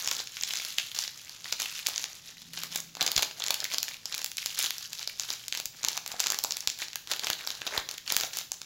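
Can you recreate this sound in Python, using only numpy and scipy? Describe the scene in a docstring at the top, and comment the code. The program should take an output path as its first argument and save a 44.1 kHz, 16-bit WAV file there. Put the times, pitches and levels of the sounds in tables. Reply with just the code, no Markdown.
"""In a small room, hands knead a thin plastic piping bag of small beads over slime, close to the microphone.
Creases snap: a jump and a run of slips drive a ringing film. Squeezes rustle: clumped clicks ring facets and beads.
Decaying tones knock on the film and low noise puffs mark its jolts. Echoes and a diffuse tail answer the bag.
Behind it lie shaped air noise and a faint low hum, two tones in a rumble, that swells once."""
import sys
import numpy as np
from scipy import signal
from scipy.fft import rfft, irfft
from scipy.io import wavfile

SR = 44100
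rng = np.random.default_rng(int(sys.argv[2]) if len(sys.argv) > 2 else 0)


def materialize(psi):
    """Save the field psi as 16-bit PCM at rate SR to the path in sys.argv[1].

    A 1-D psi becomes a single channel; in a 2-D psi each row is a channel.
    """
    bounded = np.clip(np.atleast_2d(psi).T, -1, 1)
    quanta = np.round(bounded * 32767).astype(np.int16)
    wavfile.write(sys.argv[1], SR, quanta)


N = 381465
TIME = np.arange(N) / SR  # [s]


def from_db(db):
    """Decibels to gain."""
    return 10 ** (np.asarray(db) / 20)


def rms_one(x):
    """Scale each row to unit power."""
    return x / np.sqrt(np.mean(x ** 2, axis=-1, keepdims=True) + 1e-20)


def at_hz(points, hz):
    """Read a (frequency, value) table on a log-frequency axis."""
    table_hz, value = np.transpose(points)
    return np.interp(np.log(hz + 1e-9), np.log(table_hz), value)


def band(x, low_hz, high_hz, order=2):
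    """Causal Butterworth band-pass."""
    sos = signal.butter(order, [low_hz, high_hz], "band", fs=SR, output="sos")
    return signal.sosfilt(sos, x + 1e-18)


def resonate(x, hz, q):
    """One damped resonance, gain 1 at its peak."""
    b, a = signal.iirpeak(hz, q, fs=SR)
    return signal.lfilter(b, a, x + 1e-18)


def drift(points_per_s):
    """Slow random wander: straight lines between normal random points of spread 1."""
    return np.interp(TIME * points_per_s, np.arange(4000), rng.standard_normal(4000))


def add(out, start_s, sound):
    """Mix a sound in at its start time."""
    i = min(max(int(round(start_s * SR)), 0), len(out))
    out[i:i + len(sound)] += sound[:len(out) - i]


def swell(start_s, length_s, attack_s, release_s):
    """Exponential build-up to 1 by the start, a hold, then exponential decay."""
    early_s = np.maximum(start_s - TIME, 0)
    late_s = np.maximum(TIME - start_s - length_s, 0)
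    return np.exp(-np.minimum(early_s / attack_s + late_s / release_s, 20))


def bursts(ring_hz, q, slip_s, flap_db, crack_db):
    """Buckling creases, one row each: a jump and tiny slips ring the facet, flap the sheet and crack its edge."""
    t = np.arange(512) / SR
    slips = rng.standard_normal((len(ring_hz), len(t)))
    slipping = np.exp(-t / np.maximum(slip_s, 2e-4))
    ring_out = .17 * np.exp(-t / .0011)  # brief, between fingers and film
    force = slips * (slipping + ring_out)
    force[:, 0] = 2 * np.sign(slips[:, 0])  # the jump
    # each facet favours the frequencies around its own pitch
    edges_hz = np.geomspace(1500, 7800, 9)
    facet = 0
    for k, (low_hz, high_hz) in enumerate(zip(edges_hz, edges_hz[1:])):
        centre_hz = np.sqrt(low_hz * high_hz)
        detuning = q * (centre_hz / ring_hz - ring_hz / centre_hz)
        gain = np.sqrt(centre_hz / (1 + detuning ** 2))
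        facet = facet + (-1) ** k * gain * rms_one(band(force, low_hz, high_hz))
    body = rms_one(band(force, 124, 1030, order=1))
    sheet = rms_one(band(force, 720, 1706)) - from_db(-7) * body
    edge = band(force, 8500, 18000)
    return rms_one(facet) - from_db(flap_db) * rms_one(sheet) + from_db(crack_db) * rms_one(edge)


def creases(start_s, level_db, *character):
    """Place creases in time, each facet ring at its level as power over 3 ms."""
    out = np.zeros(N)
    for start, sound in zip(start_s[:, 0], from_db(level_db) * bursts(*character)):
        add(out, start, sound)
    return np.sqrt(.003 * SR / 512) * out


def snaps():
    """Creases that stand out, loud or alone in a quiet moment, buckle; neighbours give way weakly just after."""
    # creases that stand out: (time [s], ring level over 3 ms [dB], ring pitch [Hz], ring sharpness [Q],
    # slipping time, at least 0.0002 in use [s], sheet flap re level [dB], edge crack re level [dB])
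    clear_creases = [(.075,-23.5,5290,0.8,0.00041,-13,-8.5),(0.0856,-26.5,5550,1,0.0024,-20,-16),(.1131,-23.5,4760,0.61,0.00039,-17,-11),(0.1164,-31,3360,2.9,.0002,-2.5,-15),
                     (0.1922,-32.5,4160,0.72,.0005,-23,-17),(.272,-34.5,4370,1,0.0014,-22,-19),(0.369,-32,2940,1,0.0004,-17,-25),(0.4112,-30.5,5960,3.3,.0002,-20,-17),(.435,-22,5640,1,0.00045,-18,-16),
                     (0.507,-28,3300,4.8,.0002,-18.5,-21),(.536,-27.5,3690,0.61,.0008,-16,-9),(0.6492,-30.5,4580,1.6,0.0021,-18.5,-9),(0.7836,-18.5,3070,2.5,0.0011,-21,-15),
                     (.7965,-31,3000,4,.003,-20,-22),
                     (0.9475,-34.5,4640,0.83,0.0033,-17,-7),(.988,-23,5300,2.9,0.00085,-17,-13),(1.0777,-30,4200,2.7,0.00018,-19,-25),(1.4433,-35,4340,3.3,0.0021,-15.5,-16),
                     (1.5242,-21.5,4470,1.3,0.002,-14.5,-13),(1.599,-25.5,5170,0.27,0.004,-16,-8),(1.6191,-28,6000,2.4,0.00034,-10.5,-6),(1.791,-33.5,2650,1.9,.0005,-14,-8),
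                     (1.8634,-26,3300,1.1,.0002,-20,-24),(1.8684,-20.5,6110,.8,0.00018,-29,-6),(1.8855,-34.5,4160,.9,0.00027,-0.5,5),(1.9601,-27.5,5100,1.7,0.00014,-28,-27),
                     (1.9793,-24.5,5300,1.5,0.00018,-26,-14),(2.041,-26,4180,0.96,0.00029,-16.5,-13),(2.573,-29.5,3727,1.8,0.0043,-12,-23),(2.6346,-30,4140,1.3,0.00074,-7.5,-2),
                     (2.7583,-25,4810,0.69,0.0019,-11.5,-1),(2.9518,-36.5,4530,0.72,0.00056,-11,-11),(2.9692,-38.5,3870,2.6,.0004,-0.5,-9),
                     (3.009,-20.5,3640,0.93,0.0015,-21,-16),(3.0157,-20.5,3730,7.5,0.0018,-9.5,-15),
                     (3.026,-24,4410,1.6,.0012,-12,-5.5),(3.064,-21.5,5290,1.5,0.0021,-12.5,-9),(3.077,-26,4470,1.1,.0003,-29,-15),(3.117,-25.5,4300,2.5,0.00044,-17,-3),
                     (3.164,-18.5,4800,2.1,0.00018,-31,-16),(3.1775,-18,3860,2.2,0.0035,-12,-9.5),(3.193,-25.5,3600,4.4,0.00067,-6,-10),(3.2235,-23,3120,1,0.0011,-16,-4.5),
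                     (3.2285,-20,3900,1.3,0.0028,-9.5,-11),(3.3107,-37,3260,2,0.0011,-9,-26),
                     (3.4032,-34,3500,3.3,0.0003,-6,-24),(3.4213,-26,3720,8.1,0.0014,-21,-24),(3.439,-27,3920,1,0.00094,-19,-7),
                     (3.464,-27,5960,0.71,.0003,-16,-14),(3.4828,-26,3870,1.06,.0002,-24,-9),(3.5053,-19.5,3840,1.8,0.0024,-9.5,-6),(3.542,-24,4130,1.7,0.0014,-27,-5),
                     (3.6026,-27.5,4630,4.3,0.0009,-28,-13),(3.6426,-26.5,4580,1.3,0.00015,-33,-3),(3.6521,-30,1950,3.7,0.0006,-18,-17),(3.744,-25,4260,2,.0004,-15.5,-12),
                     (3.783,-22,4760,3.3,0.00038,-19,-7.5),(3.8295,-24,5170,1.4,0.00047,-19.5,-4.5),(3.8814,-30.5,2320,1.1,.0011,-17,-16),(3.888,-34.5,5170,.8,.0002,-13,-5),
                     (4.0562,-28,5540,5.2,.0002,-18,-13),
                     (4.1239,-29.5,3995,2,0.0016,-18,-19),(4.1427,-28,3460,1,0.00074,-15,-20),(4.148,-32,4580,2.3,.0008,-21,-1),(4.1792,-30,4580,1.12,0.0013,-21,-5),
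                     (4.2162,-32.5,4370,0.38,.0011,-14.5,-9),(4.2444,-27,6100,0.64,0.00015,-15,1),(4.2611,-32.5,4350,.9,.0003,-27,-6),
                     (4.3164,-34.5,4900,0.49,0.00017,-17,-6),(4.3701,-33,5740,1.6,0.00018,-21,-1),
                     (4.3818,-26,3200,1.9,.0006,-24,-12),(4.46,-25,4470,1.5,.0002,-15.5,-4),(4.59,-28,3860,1.2,0.00018,-14,5.5),(4.611,-27,3460,2.7,0.0028,-22,-14),
                     (4.6268,-28,4920,0.97,.0002,-24,1),(4.6419,-26.5,5420,1.3,0.00084,-11.5,-12),(4.7064,-25.5,3410,0.89,0.00019,-19,-5),(4.7821,-33.5,5820,5.8,.0002,-19,-6),
                     (4.9309,-31,4285,1.02,0.0015,-20.5,-6),(4.9931,-33.5,4470,2.2,.0003,-18,-12),(5.0285,-33.5,4200,2.9,.0002,-17,-14),
                     (5.0749,-25,4690,8.7,.0007,-15.5,-14),(5.197,-24.5,5480,2.6,0.00018,-20,-13),
                     (5.3035,-25.5,4300,9.1,0.00045,-14,-14),(5.4818,-30.5,5320,1.1,0.00029,-19,-4),(5.5245,-24,3320,1.8,0.00047,-19,-16),(5.5498,-29,2900,1.1,0.00023,-14.5,-9),
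                     (5.5736,-28,4450,2.2,0.0018,-15,-8),(5.6,-30.5,4400,1.6,0.00072,-8,-1.5),(5.6564,-28.5,5800,1.7,0.0003,-20,-1),(5.832,-31,5760,1.4,0.00034,-16.5,-18),
                     (5.841,-29.5,4940,0.9,.0002,-5.5,-14.5),(5.848,-21.5,5620,0.83,0.00036,-17,-11),(5.885,-20.5,5100,2.1,0.00023,-24,-9),(5.969,-31.5,5290,1.7,.0006,-19,-13),
                     (5.9751,-26.5,4690,0.97,0.0015,-6.5,-8.5),
                     (6.062,-32,4440,0.65,0.0004,-9,-8),(6.077,-35,5420,0.84,0.00079,-28,1),
                     (6.117,-32,4150,1.6,.0008,-12,-10),(6.196,-27.5,5290,1.4,.0002,-23,-12.5),(6.2018,-20,5960,1.1,0.0026,-14,-6.5),
                     (6.24,-26.5,5130,0.63,.0006,-13,-24),(6.261,-26,4860,1,0.0022,-7.5,-19),(6.269,-22.5,5040,0.63,0.00031,-16,-11),(6.2829,-32.5,4520,1,.0003,-28,-13),
                     (6.3022,-22.5,6890,1.3,0.00077,-14,-8),(6.3207,-25.5,4580,1.2,0.00025,-9.5,-3),(6.3446,-28.5,4470,0.78,0.00032,-10,-9),(6.388,-25.5,5690,1.6,0.00049,-14,-5),
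                     (6.4387,-25,4920,10,0.00028,-16,2),(6.447,-25,5670,2.8,0.00016,-5,-14),(6.508,-26,5400,2.9,0.00015,-18,-14),(6.5212,-25,4970,5.1,0.00044,-28,-11),
                     (6.5686,-29,4770,1.2,0.00074,-18,-2),(6.606,-30.5,5690,5.5,0.00016,-30,-8),(6.6741,-18.5,4460,2,0.00015,-17.5,-10.5),(6.7001,-27.5,6110,0.79,0.00018,-32,-15),
                     (6.7884,-38,4310,.9,0.00039,-14,-1),
                     (6.8189,-29.5,4120,1.5,0.00023,-12.5,-16),(6.823,-30.5,2154,8,0.00043,-15,-29),(6.883,-36,4690,3,.0002,-15,-16.5),(6.9316,-35.5,3600,1.4,0.00017,-16,-14),
                     (6.957,-28,4920,0.18,0.00089,-13.5,-3.5),(7.0732,-36,3680,1.8,0.00057,-16,-12),(7.1145,-24,4120,2.7,0.00044,-14,-9),(7.1171,-25.5,3760,1.5,0.003,-9.5,-6),
                     (7.1352,-28,3690,0.74,0.00056,-15,-14),(7.1945,-27.5,3990,3.15,0.00059,-17,-9),(7.2348,-30.5,3470,2.3,.0015,-15,-17),(7.2694,-24.5,2925,1.7,.0002,-11,-11),
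                     (7.3008,-22,2910,.8,0.0012,-7,-5.5),(7.3317,-24.5,3900,4.9,0.0003,-26.5,-15),(7.4734,-25.5,4380,7.8,0.0013,-9.5,-8),(7.504,-27.5,4200,4,0.00022,-13.5,-15),
                     (7.617,-30.5,2270,1.7,0.00052,-7.5,-24.5),(7.6661,-26,3910,7,0.0063,-7,-11),(7.6743,-27.5,3550,2.3,0.002,-11,-23),(7.777,-21,3970,15.3,0.00016,-11,-16),
                     (7.889,-29.5,4050,2.3,0.00034,-14,-12),(7.912,-32,4880,2.2,0.00034,-18,-5),(7.9806,-34,3200,1.3,0.00047,-23,-7),(8.0774,-32.5,2950,6.3,0.00062,-24,-22),
                     (8.1021,-24,3287,1.36,0.00049,-15,-24),(8.1226,-23.5,5420,1.5,0.00022,-11,-0.5),(8.1657,-18.5,7360,0.2,0.00021,-13,-1),(8.2004,-27.5,4810,3.4,.0003,-17,-17),
                     (8.2095,-27,4050,0.59,.0007,-12,-5),(8.2345,-27,3600,1.6,.0003,-9,-18),(8.371,-31,5510,2,0.00016,-10,1.5),(8.387,-28.5,5100,1.7,.0007,-15,-3.5),
                     (8.5182,-26,7500,1.8,0.00044,-15,-8.5), (8.6162,-33.5,5000,1.4,0.00048,-10.5,-12)]
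    neighbours, neighbour_db, neighbour_spread_db = 3, -18, 2
    wait_s, pitch_spread = 0.012, 0.45  # pitch spread in natural log
    start_s, level_db, ring_hz, *character = np.transpose(clear_creases)[:, :, None]
    out = creases(start_s, level_db, ring_hz, *character)
    for _ in range(neighbours):
        delay, size, detune = rng.standard_normal((len(start_s), 3)).T[:, :, None]
        later_s = start_s + wait_s * np.abs(delay)
        weaker_db = level_db + neighbour_db + neighbour_spread_db * size
        out += creases(later_s, weaker_db, ring_hz * np.exp(pitch_spread * detune), *character)
    return out


def small_snaps(rustle, flex):
    """Lesser creases give way at random, more often and louder the harder the bag is worked."""
    slots, rate_per_s, work_exponent = 600, 26, .6  # rate at drive 1
    level_db, level_spread_db, colour_spread_db = -38, 3, 4  # level at drive 1
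    median_hz, q, median_slip_s = 4200, 4.5, 0.0011
    pitch_spread, slip_spread = 0.4, .6  # natural log
    flap_db, crack_db = -9, -10.5  # re level; flap where flex equals rustle
    work = rms_one(np.sqrt(rustle * flex))
    place, luck = rng.random((slots, 2)).T
    size, detune, slip, flap, crack = rng.standard_normal((slots, 5)).T
    start_s = (np.arange(slots) + place) / slots * TIME[-1]
    drive = np.interp(start_s, TIME, work) ** work_exponent
    # slack film flaps more
    slack_db = 10 * np.log10(np.interp(start_s, TIME, flex / rustle))
    rows = np.array([
        start_s,
        level_db + 20 * np.log10(drive) + level_spread_db * size,
        median_hz * np.exp(pitch_spread * detune),
        np.full(slots, q),
        median_slip_s * np.exp(slip_spread * slip),
        flap_db + slack_db + colour_spread_db * flap,
        crack_db + colour_spread_db * crack])
    happens = luck < drive * rate_per_s * TIME[-1] / slots
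    return creases(*rows[:, happens, None])


def effort():
    """Drive of rustle and flexing: the strongest squeeze at each moment, over the bag merely held."""
    # squeezes or shifts of grip, levels ahead of the kneading mix: (start [s], length [s],
    # fine crinkle and bead rustle level [dB], slack film flexing level [dB])
    squeezes = [(0,0.21,-38.5,-50.5),(.23,.12,-45,-69),(.36,.1,-41.5,-64),(0.478,.12,-35.5,-55.5),(0.615,.11,-38,-58),(0.78,0.049,-38,-59),(.85,0.058,-40.5,-61),(0.952,.09,-35,-58),(1.077,0.46,-47.5,-67),
                (1.46,0.083,-40.5,-55.5),(1.599,0.045,-35,-50),(1.673,0.13,-38.5,-65),(1.856,0.17,-41,-51),(2.086,0.093,-46,-61.5),(2.257,0.051,-45.5,-65.5),(2.373,0.1,-50,-70),
                (2.542,0.11,-40,-55.5),(2.72,0.062,-39.5,-52),(3.004,.215,-42,-47),(3.374,0.25,-44,-49),(3.61,.06,-41.5,-57),(3.714,0.029,-33,-49.5),(3.832,0.11,-44,-57),
                (4.065,0.15,-42.5,-55.5),(4.387,0.2,-39.5,-62),(4.582,0.079,-30,-48.5),(4.686,0.17,-42.5,-68.5),(4.925,0.11,-42,-59.5),(5.084,0.12,-48.5,-69),(5.212,0.033,-38,-56),(5.291,.05,-38,-54.5),
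                (5.385,0.077,-45.5,-62.5),(5.532,.06,-41,-58),(5.75,.06,-47,-55.5),(5.829,0.13,-44,-49.5),(6.089,.08,-45,-51.5),(6.188,.16,-39.5,-48),(6.424,0.22,-48.5,-56.5),
                (6.795,.04,-38.5,-51),(7.098,0.042,-38.5,-45),(7.228,0.077,-38,-43.5),(7.391,0.19,-43,-53.5),(7.633,0.05,-45,-49),(7.713,0.075,-37.5,-40.5),(7.885,0.087,-45,-57),
                (8.081,0.17,-37,-46),(8.337,0.071,-38.5,-54)]
    attack_s, release_s = .013, 0.027
    held_rustle_db, held_flex_db = -54.5, -80
    rustle = np.full(N, from_db(held_rustle_db))
    flex = np.full(N, from_db(held_flex_db))
    for start_s, length_s, rustle_db, flex_db in squeezes:
        grip = swell(start_s, length_s, attack_s, release_s)
        rustle = np.maximum(rustle, from_db(rustle_db) * grip)
        flex = np.maximum(flex, from_db(flex_db) * grip)
    return rustle, flex


def grains(colour, per_s, spread_db, clump_db, q, shared, count=18):
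    """Clumps of tiny clicks: each rings one facet or bead most and the others a little."""
    rate_per_s = per_s * from_db(clump_db * drift(45))
    born = rng.random(N) < rate_per_s / SR
    size_db = spread_db * np.minimum(rng.exponential(1, N), 4)
    clicks = born * from_db(size_db) * rng.choice([-1, 1], N)
    dealt = rng.integers(0, count, N)
    width = 1 + .5 / q
    out = 0
    for k, hz in enumerate(np.geomspace(colour[0][0], colour[-1][0], count)):
        strength = (dealt == k) + shared * rng.standard_normal(N)
        out = out + from_db(at_hz(colour, hz)) * band(clicks * strength, hz / width, hz * width)
    return rms_one(out)


def kneading(rustle, flex):
    """The squeezed bag rustles with fine creases, beads tick against each other, slack film crumples lower."""
    # relative colour of fine creases and beads: (frequency [Hz], band gain [dB])
    rustle_colour = [(900, -14), (1500, -2), (2300, 0.5), (3500, 6), (5000, 4.5), (7000, 1), (8400, -8),
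                     (11000, -4), (16000, -10.5)]
    # relative colour of slack film: (frequency [Hz], band gain [dB])
    flex_colour = [(200, -13), (400, -6.5), (650, -2.5), (1200, -0.5), (2000, 1), (3500, -35)]
    fine_db, tick_db, slack_db = -5, -7.5, -1
    fine = grains(rustle_colour, per_s=1100, spread_db=3.0, clump_db=3.5, q=2.5, shared=.35)
    ticks = grains(rustle_colour, per_s=200, spread_db=3.0, clump_db=3.0, q=5.0, shared=.2, count=20)
    slack = grains(flex_colour, per_s=600, spread_db=4.0, clump_db=4.5, q=2.57, shared=0.64, count=10)
    crinkle = from_db(fine_db) * fine + from_db(tick_db) * ticks
    return rustle * crinkle + flex * from_db(slack_db) * slack


def knocks():
    """A loose bead drops against slack film, which gives a short hollow note like a limp drumhead."""
    # bead knocks: (time [s], level ahead of the trim [dB], pitch [Hz])
    bead_knocks = [(3.026,-30,760),(3.384,-42,736),(5.878,-30,900),(6.1421,-29,750),(6.4482,-31.5,950),(7.668,-33,700),(7.727,-35,650),(7.778,-28.5,660),(8.241,-27,710)]
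    trim_db, ring_s = -2, 0.0034
    t = np.arange(2048) / SR
    out = np.zeros(N)
    for start_s, level_db, hz in bead_knocks:
        note = np.exp(-t / ring_s) * np.sin(2 * np.pi * hz * t)
        add(out, start_s, from_db(level_db + trim_db) * note)
    return out


def jolts():
    """The bag tugged taut, its load jolting, shoves a soft, dull puff of air at the microphone."""
    # tugs: (time [s], peak level [dB])
    tugs = [(0.072, -49), (1.523, -51), (3.014, -43.5), (3.163, -35.5), (3.177, -39), (3.506, -53),
            (5.657, -53), (6.44, -53), (6.674, -45.5), (7.3, -45), (7.78, -42.5), (8.164, -46)]
    decay_s, low_hz, high_hz = 0.0069, 24, 170
    t = np.arange(4096) / SR
    out = np.zeros(N)
    for start_s, level_db in tugs:
        puff = band(rng.standard_normal(len(t)) * np.exp(-t / decay_s), low_hz, high_hz)
        add(out, start_s, from_db(level_db) * puff / np.abs(puff).max())
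    return out


def room(x):
    """Two scattered early echoes and a diffuse tail, redrawn per stretch as the hands carry the bag about."""
    # relative colour of the tail: (frequency [Hz], band gain [dB])
    tail_colour = [(60, -10), (300, 4.5), (700, 5), (1500, 5.5), (3500, 4.5), (7000, 6), (10000, -2),
                   (16000, 4)]
    # decay by 60 dB: (frequency [Hz], time [s])
    t60 = [(200, 0.6), (1000, 0.32), (4000, 0.39), (8000, 0.34), (16000, 0.51)]
    # scatter from near surfaces: (delay [s], level [dB])
    echoes = [(.0078, -30), (0.0183, -22.5)]
    stretches, tail_db, first_s, scatter_s = 9, -10.0, 0.0043, 0.00076
    t = np.arange(int(.5 * SR)) / SR
    edges_hz = np.geomspace(60, 19000, 11)
    tails = 0
    for low_hz, high_hz in zip(edges_hz, edges_hz[1:]):
        hz = np.sqrt(low_hz * high_hz)
        fade = from_db(at_hz(tail_colour, hz) - 60 * t / at_hz(t60, hz))
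        tails = tails + fade * band(rng.standard_normal((stretches, len(t))), low_hz, high_hz, order=3)
    tails = tails * np.clip(t / first_s - 1, 0, 1)  # silent up to first_s, full at twice that
    out = np.zeros(N)
    for tail, stretch in zip(tails, np.array_split(np.arange(N), stretches)):
        response = from_db(tail_db) * tail / np.linalg.norm(tail)
        for delay_s, level_db in echoes:
            echo = rng.standard_normal(len(t)) * np.exp(-t / scatter_s)
            add(response, delay_s, from_db(level_db) * echo / np.linalg.norm(echo))
        add(out, stretch[0] / SR, signal.fftconvolve(x[stretch], response))
    return out


def room_air():
    """Steady quiet room noise: white noise shaped in frequency."""
    # relative colour of the air noise: (frequency [Hz], gain [dB])
    air_colour = [(25, -7.5), (60, -6.5), (125, 0), (200, -7.5), (320, -11), (700, -15), (2000, -18),
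                  (6000, -9), (16000, -43)]
    level_db = -60.0
    spectrum = rfft(rng.standard_normal(N))
    gain = from_db(at_hz(air_colour, np.fft.rfftfreq(N, 1 / SR)))
    return from_db(level_db) * rms_one(irfft(spectrum * gain, N))


def hum():
    """Two low tones, wavering together inside a band of rumble, swell once."""
    lower_hz, upper_hz, waver_hz = 167, 228, 0.83
    rest_db, swell_db = -74.5, -61  # lower tone; the swell adds to the rest
    upper_db, rumble_db = -12, -5  # re lower tone
    waver = waver_hz * drift(12)
    lower = rms_one(np.sin(2 * np.pi * np.cumsum(lower_hz + waver) / SR))
    upper = rms_one(np.sin(2 * np.pi * np.cumsum(upper_hz + waver) / SR))
    rumble = rms_one(band(rng.standard_normal(N), 128, 270, order=3))
    rise = swell(start_s=2.49, length_s=0.36, attack_s=0.12, release_s=0.13)
    level = from_db(rest_db) + from_db(swell_db) * rise
    return level * (lower + from_db(upper_db) * upper + from_db(rumble_db) * rumble)


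def scene():
    """The bag close by, its room, and the background."""
    rustle, flex = effort()
    bag = snaps() + small_snaps(rustle, flex) + kneading(rustle, flex) + knocks() + jolts()
    return (bag + room(bag) + room_air() + hum())[None]


def record(dry):
    """The microphone has a presence peak with a dip just above it; a steep low-pass cuts the top."""
    presence_hz, presence_db, presence_q = 7000, 4, 4.6
    dip_hz, dip_db, dip_q = 8300, -8, 4.9
    cutoff_hz = 15800
    x = dry + (from_db(presence_db) - 1) * resonate(dry, presence_hz, presence_q)
    x = x + (from_db(dip_db) - 1) * resonate(x, dip_hz, dip_q)
    return signal.sosfilt(signal.ellip(10, .2, 70, cutoff_hz, fs=SR, output="sos"), x)


dry = scene()
out = record(dry)
materialize(out)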